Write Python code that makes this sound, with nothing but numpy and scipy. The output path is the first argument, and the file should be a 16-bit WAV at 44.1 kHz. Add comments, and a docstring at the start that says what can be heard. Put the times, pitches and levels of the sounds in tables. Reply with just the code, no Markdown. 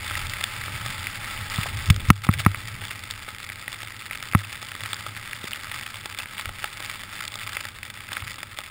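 """Snowboard run from inside a camera case.

A snowboard runs down a soft slope, heard through the plastic case of a small camera on the rider.
Snow hisses and patters on the case, wind shakes it, and a few hard knocks make it thump on its mount.
Packed snow squeaks briefly. The camera samples slowly and holds each sample, which mirrors the sound
into a gritty treble."""
import sys
import numpy as np
from scipy import signal
from scipy.fft import rfft, irfft
from scipy.io import wavfile

SR = 44100
rng = np.random.default_rng(int(sys.argv[2]) if len(sys.argv) > 2 else 0)


def dump_mix(stems):
    """Bounce the given channels to the path in sys.argv[1] as a 16-bit WAV at rate SR."""
    frames = np.atleast_2d(stems).T  # one column per channel
    limited = np.clip(frames, -1, 1)  # hard clip at full scale
    pcm = np.round(limited * 32767).astype(np.int16)
    wavfile.write(sys.argv[1], SR, pcm)


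N = 383669
USUAL_HISS_DB = -43.5


def from_db(db):
    """Decibels to gain."""
    return 10 ** (np.asarray(db) / 20)


def unit_rms(x):
    """Scale to rms 1."""
    return x / np.sqrt(np.mean(x ** 2) + 1e-20)


def curves(rows):
    """Each column after the time, interpolated to every sample."""
    times, *columns = np.transpose(rows)
    return [np.interp(np.arange(N) / SR, times, column) for column in columns]


def swells(times, lengths, rises_db):
    """Sum of half-cosine swells, in dB."""
    t = np.arange(N) / SR
    return sum(db * np.cos(np.pi * np.clip((t - peak_s) / length_s, -.5, .5))
               for peak_s, length_s, db in zip(times, lengths, rises_db))


def noise(spectrum):
    """Coloured noise, rms 1."""
    hz, db = np.transpose(spectrum)
    bins_hz = np.maximum(np.arange(N // 2 + 1) * SR / N, 1)
    gains = from_db(np.interp(np.log(bins_hz), np.log(hz), db))
    return unit_rms(irfft(rfft(rng.standard_normal(N)) * gains, N))


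def drift(rate_hz):
    """Slow random wander, rms about 1."""
    pole = np.exp(-40 * np.pi * rate_hz / SR)
    slow = signal.lfilter([1], [1, -2 * pole, pole * pole], rng.standard_normal(N // 20 + 2002))[2000:]
    return np.interp(np.arange(N) / 20, np.arange(len(slow)), unit_rms(slow))


def resonate(x, hz, width_hz):
    """One mode, peak gain 1."""
    r = np.exp(-np.pi * width_hz / SR)
    feedback = [1, -2 * r * np.cos(2 * np.pi * hz / SR), r * r]
    return signal.lfilter(np.array([1, 0, -1]) * (1 - r * r) / 2, feedback, x + 1e-18)


def highpass(x, hz):
    """Second-order low cut."""
    return signal.sosfilt(signal.butter(2, hz, "high", fs=SR, output="sos"), x)


# Plastic case modes: (frequency [Hz], width [Hz], gain under snow [dB], gain under a knock [dB])
CASE_MODES = [(588, 93, -11, -13.5), (847, 54, -7, -15), (1111, 166, -7.5, -12.5), (1297, 117, 2, 8.5),
              (1617, 225, -2, -7), (1953, 216, 0.5, -0.5), (2184, 380, 0.5, 1.5), (2680, 490, -4.5, 4.5),
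              (3025, 260, -8.5, -61), (3497, 246, -1, -23), (4520, 1000, -11.5, -33), (4793, 294, -7, -34),
              (5540, 440, -11.5, -35)]


def snow_on_case(force, spot_db, tilt_db_per_octave):
    """Each grain lands on its own spot, so it rings the modes in its own proportions."""
    out = 0
    for hz, width_hz, db, _ in CASE_MODES:
        share = from_db(spot_db * rng.uniform(-0.82, 1, N)) * rng.choice([-1, 1], N)
        tilt_db = tilt_db_per_octave * np.log2(hz / CASE_MODES[0][0])
        out = out + from_db(db + tilt_db) * resonate(force * share, hz, width_hz)
    return unit_rms(out)


# Fine powder streaming over the case: (time [s], level [dB])
POWDER = [(0.0, -36), (0.4, -35.5), (1.6, -33.5), (1.86, -35), (1.95, -42), (2.05, -38), (2.17, -42),
          (2.6, -39.5), (3.3, -42.5), (4.5, -42), (5.2, -39), (6.1, -42), (6.6, -39.5), (7.5, -42.5),
          (7.82, -44.5), (8.25, -41.5), (8.7, -47)]
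# Coarse snow thrown up by the board: (peak time [s], length [s], rise [dB])
SPRAYS = [(0.17, 0.4, 5.5), (0.517, 0.11, 3), (1.616, 0.29, 3.5), (2.02, 0.078, 4.5), (2.244, 0.074, 9.5),
          (2.414, 0.098, 11), (2.887, 0.19, 6.5), (3.72, 0.15, 2), (4.16, 0.088, 4), (4.544, 0.17, 4),
          (4.915, 0.28, 5.5), (5.436, 0.16, 3), (5.584, 0.063, 6), (5.753, 0.24, 7), (6.197, 0.065, 11),
          (6.378, 0.073, 10), (6.91, 0.23, 4), (7.248, 0.25, 3.5), (7.534, 0.41, 8.5), (8.142, 0.11, 4.5),
          (8.322, 0.13, 6.5)]


def snow_flow(powder_gain_db=-3, usual_patter_db=-42, spray_in_hiss=0.37, powder_in_patter=0.36):
    """Powder and sprays set the hiss and patter levels; swing is the powder's offset from the usual."""
    powder_db = curves(POWDER)[0] + powder_gain_db
    spray_db = swells(*np.transpose(SPRAYS))
    swing_db = powder_db - USUAL_HISS_DB
    hiss_db = powder_db + spray_in_hiss * spray_db
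    patter_db = usual_patter_db + powder_in_patter * swing_db + spray_db
    return hiss_db, patter_db, swing_db


def hiss(hiss_db, grains_per_s=4500, flutter_db=1.34, gain_db=0.36):
    """Fine powder: so many grains that they nearly merge."""
    grains = (rng.random(N) < grains_per_s / SR) * rng.standard_normal(N)
    level = from_db(hiss_db + gain_db + flutter_db * drift(19))
    return level * snow_on_case(grains, spot_db=3.0, tilt_db_per_octave=-1.33)


def crumble(force, decay_s, debris, chips_per_s):
    """Each lump breaks into a fast-fading shower of chips."""
    shower = signal.lfilter([1], [1, -np.exp(-1 / (decay_s * SR))], force + 1e-18)
    return debris * shower * (rng.random(N) < chips_per_s / SR) * rng.standard_normal(N)


def patter(patter_db, hiss_db, base_per_s=170, crowding=1.3, size_db=4.0, clump_db=1.5, gain_db=1.1):
    """Coarse grains land in clumps, more of them in thick powder, and crumble."""
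    thickness = from_db(crowding * np.maximum(hiss_db - USUAL_HISS_DB, 0))
    lands = rng.random(N) < base_per_s * thickness * from_db(clump_db * drift(20)) / SR
    sizes = from_db(size_db * np.minimum(rng.exponential(1, N), 3.04))
    force = lands * sizes / np.sqrt(thickness)
    chips = crumble(force, decay_s=0.0019, debris=0.43, chips_per_s=3000)
    return from_db(patter_db + gain_db) * snow_on_case(force + chips, spot_db=15, tilt_db_per_octave=0.83)


def ringing_noise(hz, width_hz):
    """Noise through the same mode twice, rms 1."""
    once = resonate(rng.standard_normal(N), hz, width_hz)
    return unit_rms(resonate(once, hz, width_hz))


def hollow_tone(hiss_db, offset_db=-16.0, fast_hiss_db=-37, growth=0.66):
    """At speed, rushing air rings one low case mode; its level follows the hiss."""
    hz, width_hz = CASE_MODES[1][:2]
    level_db = hiss_db + offset_db + growth * (hiss_db - fast_hiss_db)
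    return from_db(level_db) * ringing_noise(hz, 2 * width_hz)


# Roughness of the ride: (time [s], mount shake [dB], wind [dB])
RIDE = [(0.0, -48, -45.5), (1.0, -43.5, -53), (1.28, -51, -50), (1.65, -38, -48.5), (2.05, -40, -46.5),
        (2.5, -38, -51), (3.0, -52, -55), (5.1, -51.5, -60.5), (6.3, -54.5, -59), (7.6, -51.5, -57),
        (8.7, -57, -60)]
# Bumps and wind gusts: (peak time [s], length [s], shake change [dB], wind change [dB])
BUMPS_AND_GUSTS = [(0.24, 0.33, 7, 3.5), (0.865, 0.47, 3.5, 4), (1.398, 0.12, 3, 4), (1.74, 0.15, 1, 7),
                   (1.943, 0.32, -2, 12.5), (2.385, 0.16, 7, 2), (2.785, 0.12, 5.5, 9),
                   (4.843, 0.12, 5, -4), (5.13, 0.18, 6.5, -2), (5.427, 0.17, -1, 1), (5.7, 0.3, 3, 3),
                   (6.485, 0.11, 2, 13), (8.255, 0.16, 12, -5)]
# Modes of the case on its mount: (frequency [Hz], width [Hz], gain [dB])
MOUNT_MODES = [(100.8, 10.8, 4.5), (133, 133, 2.5), (204, 48, -6.5), (338, 110, -2)]
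# Wind buffeting: (frequency [Hz], relative density [dB])
WIND_SPECTRUM = [(15, -20), (28, 5.5), (50, -6), (80, 4), (150, -17), (400, -23.5), (2000, -58)]


def rumble(shake_gain_db=3.0, wind_gain_db=4.0, shake_width_hz=34):
    """The ride shakes the mount's lowest mode, wind buffets the case; bumps and gusts shift the levels."""
    peak_s, length_s, shake_change_db, wind_change_db = np.transpose(BUMPS_AND_GUSTS)
    shake_db, wind_db = curves(RIDE)
    shake_db += swells(peak_s, length_s, shake_change_db)
    wind_db += swells(peak_s, length_s, wind_change_db)
    shake = from_db(shake_db + shake_gain_db) * ringing_noise(MOUNT_MODES[0][0], shake_width_hz)
    wind = from_db(wind_db + wind_gain_db) * noise(WIND_SPECTRUM)
    return shake + wind


# Rush of air and board: (frequency [Hz], relative density [dB])
RUSH_SPECTRUM = [(30, -3), (100, -8), (200, 0), (300, -6), (450, -11), (700, -16), (1500, -10.5),
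                 (5000, -47)]


def rush(swing_db, usual_db=-52, swing_share=0.56):
    """Broad noise of air and board, growing with the powder."""
    return from_db(usual_db + swing_share * swing_db) * noise(RUSH_SPECTRUM)


def clicks(times, sizes):
    """One impulse at each time."""
    out = np.zeros(N)
    np.add.at(out, np.clip((np.asarray(times) * SR).astype(int), 0, N - 1), sizes)
    return out


def small_crumbs(per_s=4.0, typical_db=(-15, -14, -9.5), spread_db=(3, 7, 7), slot_s=0.04):
    """Small crumbs falling at random, as rows like LARGE_CRUMBS."""
    slots = np.arange(0, N / SR, slot_s)
    offset, chance = rng.random((2, len(slots)))
    levels_db = np.array(typical_db) + np.array(spread_db) * rng.uniform(-1, 1, (len(slots), 3))
    return np.column_stack([slots + offset * slot_s, levels_db])[chance < per_s * slot_s]


# Largest icy crumbs hitting the case: (time [s], strength [dB], low ring [dB], high ring [dB])
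LARGE_CRUMBS = [(0.11, -16, 5.5, -12), (0.153, -0.5, -42, -20), (0.296, -18, -25, 9), (0.41, -8.5, -6, -6),
                (0.439, -3, -11, -1.5), (0.68, -8, -8, -25), (0.8612, -4.5, -14, -9),
                (1.069, -2.5, -35, -17), (1.499, -20, -20, 8.5), (1.559, -18.5, -11, 6),
                (1.858, -12, -19, -3), (1.962, -14.5, -8, 2), (2.247, -4, -12, -15),
                (2.338, -4.5, -24, -11), (2.394, -3, -25, -21), (2.449, -9, -16, -6.5),
                (2.545, -6, -10.5, -26), (2.82, -18, 1.5, -20), (3.109, -19, -29, 10.5),
                (3.281, -25, 11, -16), (3.499, -10.5, -10, -26), (3.679, -6, -14, -19),
                (3.739, -13, -12, -25), (3.831, -12, -4.5, 1.5), (4.11, -6, -14, -27),
                (4.154, -12, -11, -24), (4.226, -9, -12.5, -5.5), (4.334, -7, -8, -32), (4.627, -16, -1, 0),
                (4.751, -12.5, -6, -5), (4.835, -7.5, -15, -7), (4.931, -9, -5, 0.5), (5.064, -15.5, 2, -1),
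                (5.331, -5, -16, -20), (5.532, -7.5, -31, -11), (6.057, -12, 0, -3.5),
                (6.187, -5.5, -14, -8), (6.456, -5.5, -12.5, -13), (6.491, -13.5, 1.5, -4),
                (6.6415, -2.5, -8, -8), (6.803, -14, -3.5, -2), (7.278, -20.5, -34, 14),
                (7.355, -20.5, 4.5, 8.5), (7.568, -4, -12, -12), (7.652, -8.5, -13, -6),
                (7.83, -7.5, -30, -6), (8.118, -7, -10, -28), (8.168, -6, -9, -37),
                (8.43, -13.5, -3.5, -3.5), (8.587, -11, -3, -3)]


def crumbs(gain_db=15, low_gain_db=10, high_gain_db=6, spot_db=-0.5, thud_db=-3):
    """Single hard crumbs tick on the case, each with its own mix of thud, low ring and high ring."""
    times, strength_db, low_db, high_db = np.vstack([LARGE_CRUMBS, small_crumbs()]).T
    scatter_db = spot_db * rng.standard_normal((len(times), len(CASE_MODES)))
    thud = resonate(clicks(times, from_db(strength_db + low_db + thud_db)), hz=330, width_hz=220)
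    ring = 0
    for k, (hz, width_hz, db, _) in enumerate(CASE_MODES):
        low_share = np.interp(hz, [1100, 1900], [1, 0])
        high_share = np.interp(hz, [2300, 3500], [0, 1])
        colour_db = low_share * (low_db + low_gain_db) + high_share * (high_db + high_gain_db)
        force = clicks(times, from_db(strength_db + colour_db + scatter_db[:, k]))
        chips = crumble(force, decay_s=0.0016, debris=0.16, chips_per_s=20000)
        ring = ring + from_db(db) * resonate((-1) ** k * force + chips, hz, width_hz)
    return from_db(gain_db) * (thud + ring)


def pushes(times, levels_db, lengths):
    """Smooth force pulses: the longer the contact, the duller the blow."""
    out = np.zeros(N)
    for start_s, db, length_s in zip(times, levels_db, lengths):
        span = int(start_s * SR) + np.arange(SR // 50)
        pulse = np.sin(np.pi * np.clip((span / SR - start_s) / length_s, 0, 1)) ** 2
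        out[span] += from_db(db) * pulse / (pulse.sum() + 1e-9)
    return out


# Knocks on the case: (time [s], thump [dB], push [s], crack [dB], contact [s], snow crunch [dB])
KNOCKS = [(1.5838, -14.5, 0.0058, -11, 0.00087, -29), (1.6584, -38, 0.003, 1, 0.0015, -40),
          (1.885, -6, 0.0097, -50, .0010, -19), (1.9009, 1.5, 0.0075, -11, 0.00015, -3),
          (2.0842, -1, 0.011, -50, .0010, -14), (2.1025, 4, 0.0049, 9, 0.0005, -18),
          (2.267, -40, 0.0012, -12, 0.001, -39), (2.2892, -4.5, 0.0048, -2, 0.00065, -40),
          (2.4629, -4.5, 0.0045, 3.5, 0.00063, -38), (4.349, -5, 0.0047, 0.5, 0.00061, -21),
          (5.441, -34, 0.0015, -42, 0.00033, -27), (6.4700, -17.5, 0.012, -38, 0.00046, -41),
          (8.223, -17, 0.014, -23, 0.0004, -44)]


def knocks(crack_gain_db=26, thump_gain_db=43, crunch_gain_db=52,
           bounce_s=0.00273, bounce=0.22, damping=0.8):
    """A contact and its rebound crack through the case; a slower push crushes snow and swings the mount."""
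    times, thump_db, push_s, crack_db, contact_s, crunch_db = np.transpose(KNOCKS)
    contact = pushes(times, crack_db, contact_s) + bounce * pushes(times + bounce_s, crack_db, contact_s)
    crack = sum(from_db(db) * resonate(contact, hz, width_hz * damping)
                for hz, width_hz, _, db in CASE_MODES)
    grit = np.diff(rng.standard_normal(N + 1)) * pushes(times - push_s / 4, crunch_db, push_s)
    crunch = sum(from_db(db) * resonate(grit * (-1) ** k, hz, width_hz)
                 for k, (hz, width_hz, db, _) in enumerate(CASE_MODES))
    push = pushes(times, thump_db, push_s)
    thump = sum(from_db(db) * resonate(push, hz, width_hz) for hz, width_hz, db in MOUNT_MODES)
    return (from_db(crack_gain_db) * highpass(crack, hz=640)
            + from_db(crunch_gain_db) * crunch
            - from_db(thump_gain_db) * highpass(thump, hz=68))


# Snow squeaks: (time [s], pitch [Hz], level [dB], length [s])
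SQUEAKS = [(4.4435, 2700, -28, 0.0047), (5.532, 2824, -16, 0.0023), (6.198, 2640, -27, 0.011)]


def squeaks(waver=0.04):
    """Packed snow sticks and slips for a moment at a wavering pitch."""
    t = np.arange(N) / SR
    pitch_ratio = 1 + waver * drift(164)
    out = 0
    for start_s, hz, db, length_s in SQUEAKS:
        swell = np.sin(np.pi * np.clip((t - start_s) / length_s, 0, 1))
        out = out + from_db(db) * swell * np.sin(2 * np.pi * np.cumsum(hz * pitch_ratio) / SR)
    return out


def scene():
    """Everything reaches one microphone through the case."""
    hiss_db, patter_db, swing_db = snow_flow()
    snow = hiss(hiss_db) + patter(patter_db, hiss_db) + crumbs() + squeaks()
    return (snow + hollow_tone(hiss_db) + knocks() + rumble() + rush(swing_db))[None]


def gain_control(x, limit_db=-0.5, release_db_per_s=55, attack_s=0.0065):
    """An overload pulls the gain down; it then creeps back."""
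    over_db = np.maximum(20 * np.log10(np.abs(x) + 1e-9) - limit_db, 0)
    release_db = release_db_per_s * np.arange(N) / SR
    held_db = np.maximum.accumulate(over_db + release_db) - release_db
    pole = np.exp(-1 / (attack_s * SR))
    return x * from_db(-signal.lfilter([1 - pole], [1, -pole], held_db))


def record(dry, band_hz=5600, camera_rate_hz=12000, hold_ticks=4, cutoff_hz=15700):
    """Camera: gain control, slow sampling with clipping, sample hold, top cut."""
    band = signal.sosfilt(signal.butter(14, band_hz, fs=SR, output="sos"), gain_control(dry[0]))
    samples = np.clip(signal.resample_poly(band, camera_rate_hz, SR), -1, 1)
    steps = signal.resample_poly(np.repeat(samples, hold_ticks), SR, hold_ticks * camera_rate_hz)[:N]
    return signal.sosfilt(signal.ellip(10, .1, 80, cutoff_hz, fs=SR, output="sos"), steps)[None]


dry = scene()
out = record(dry)
dump_mix(out)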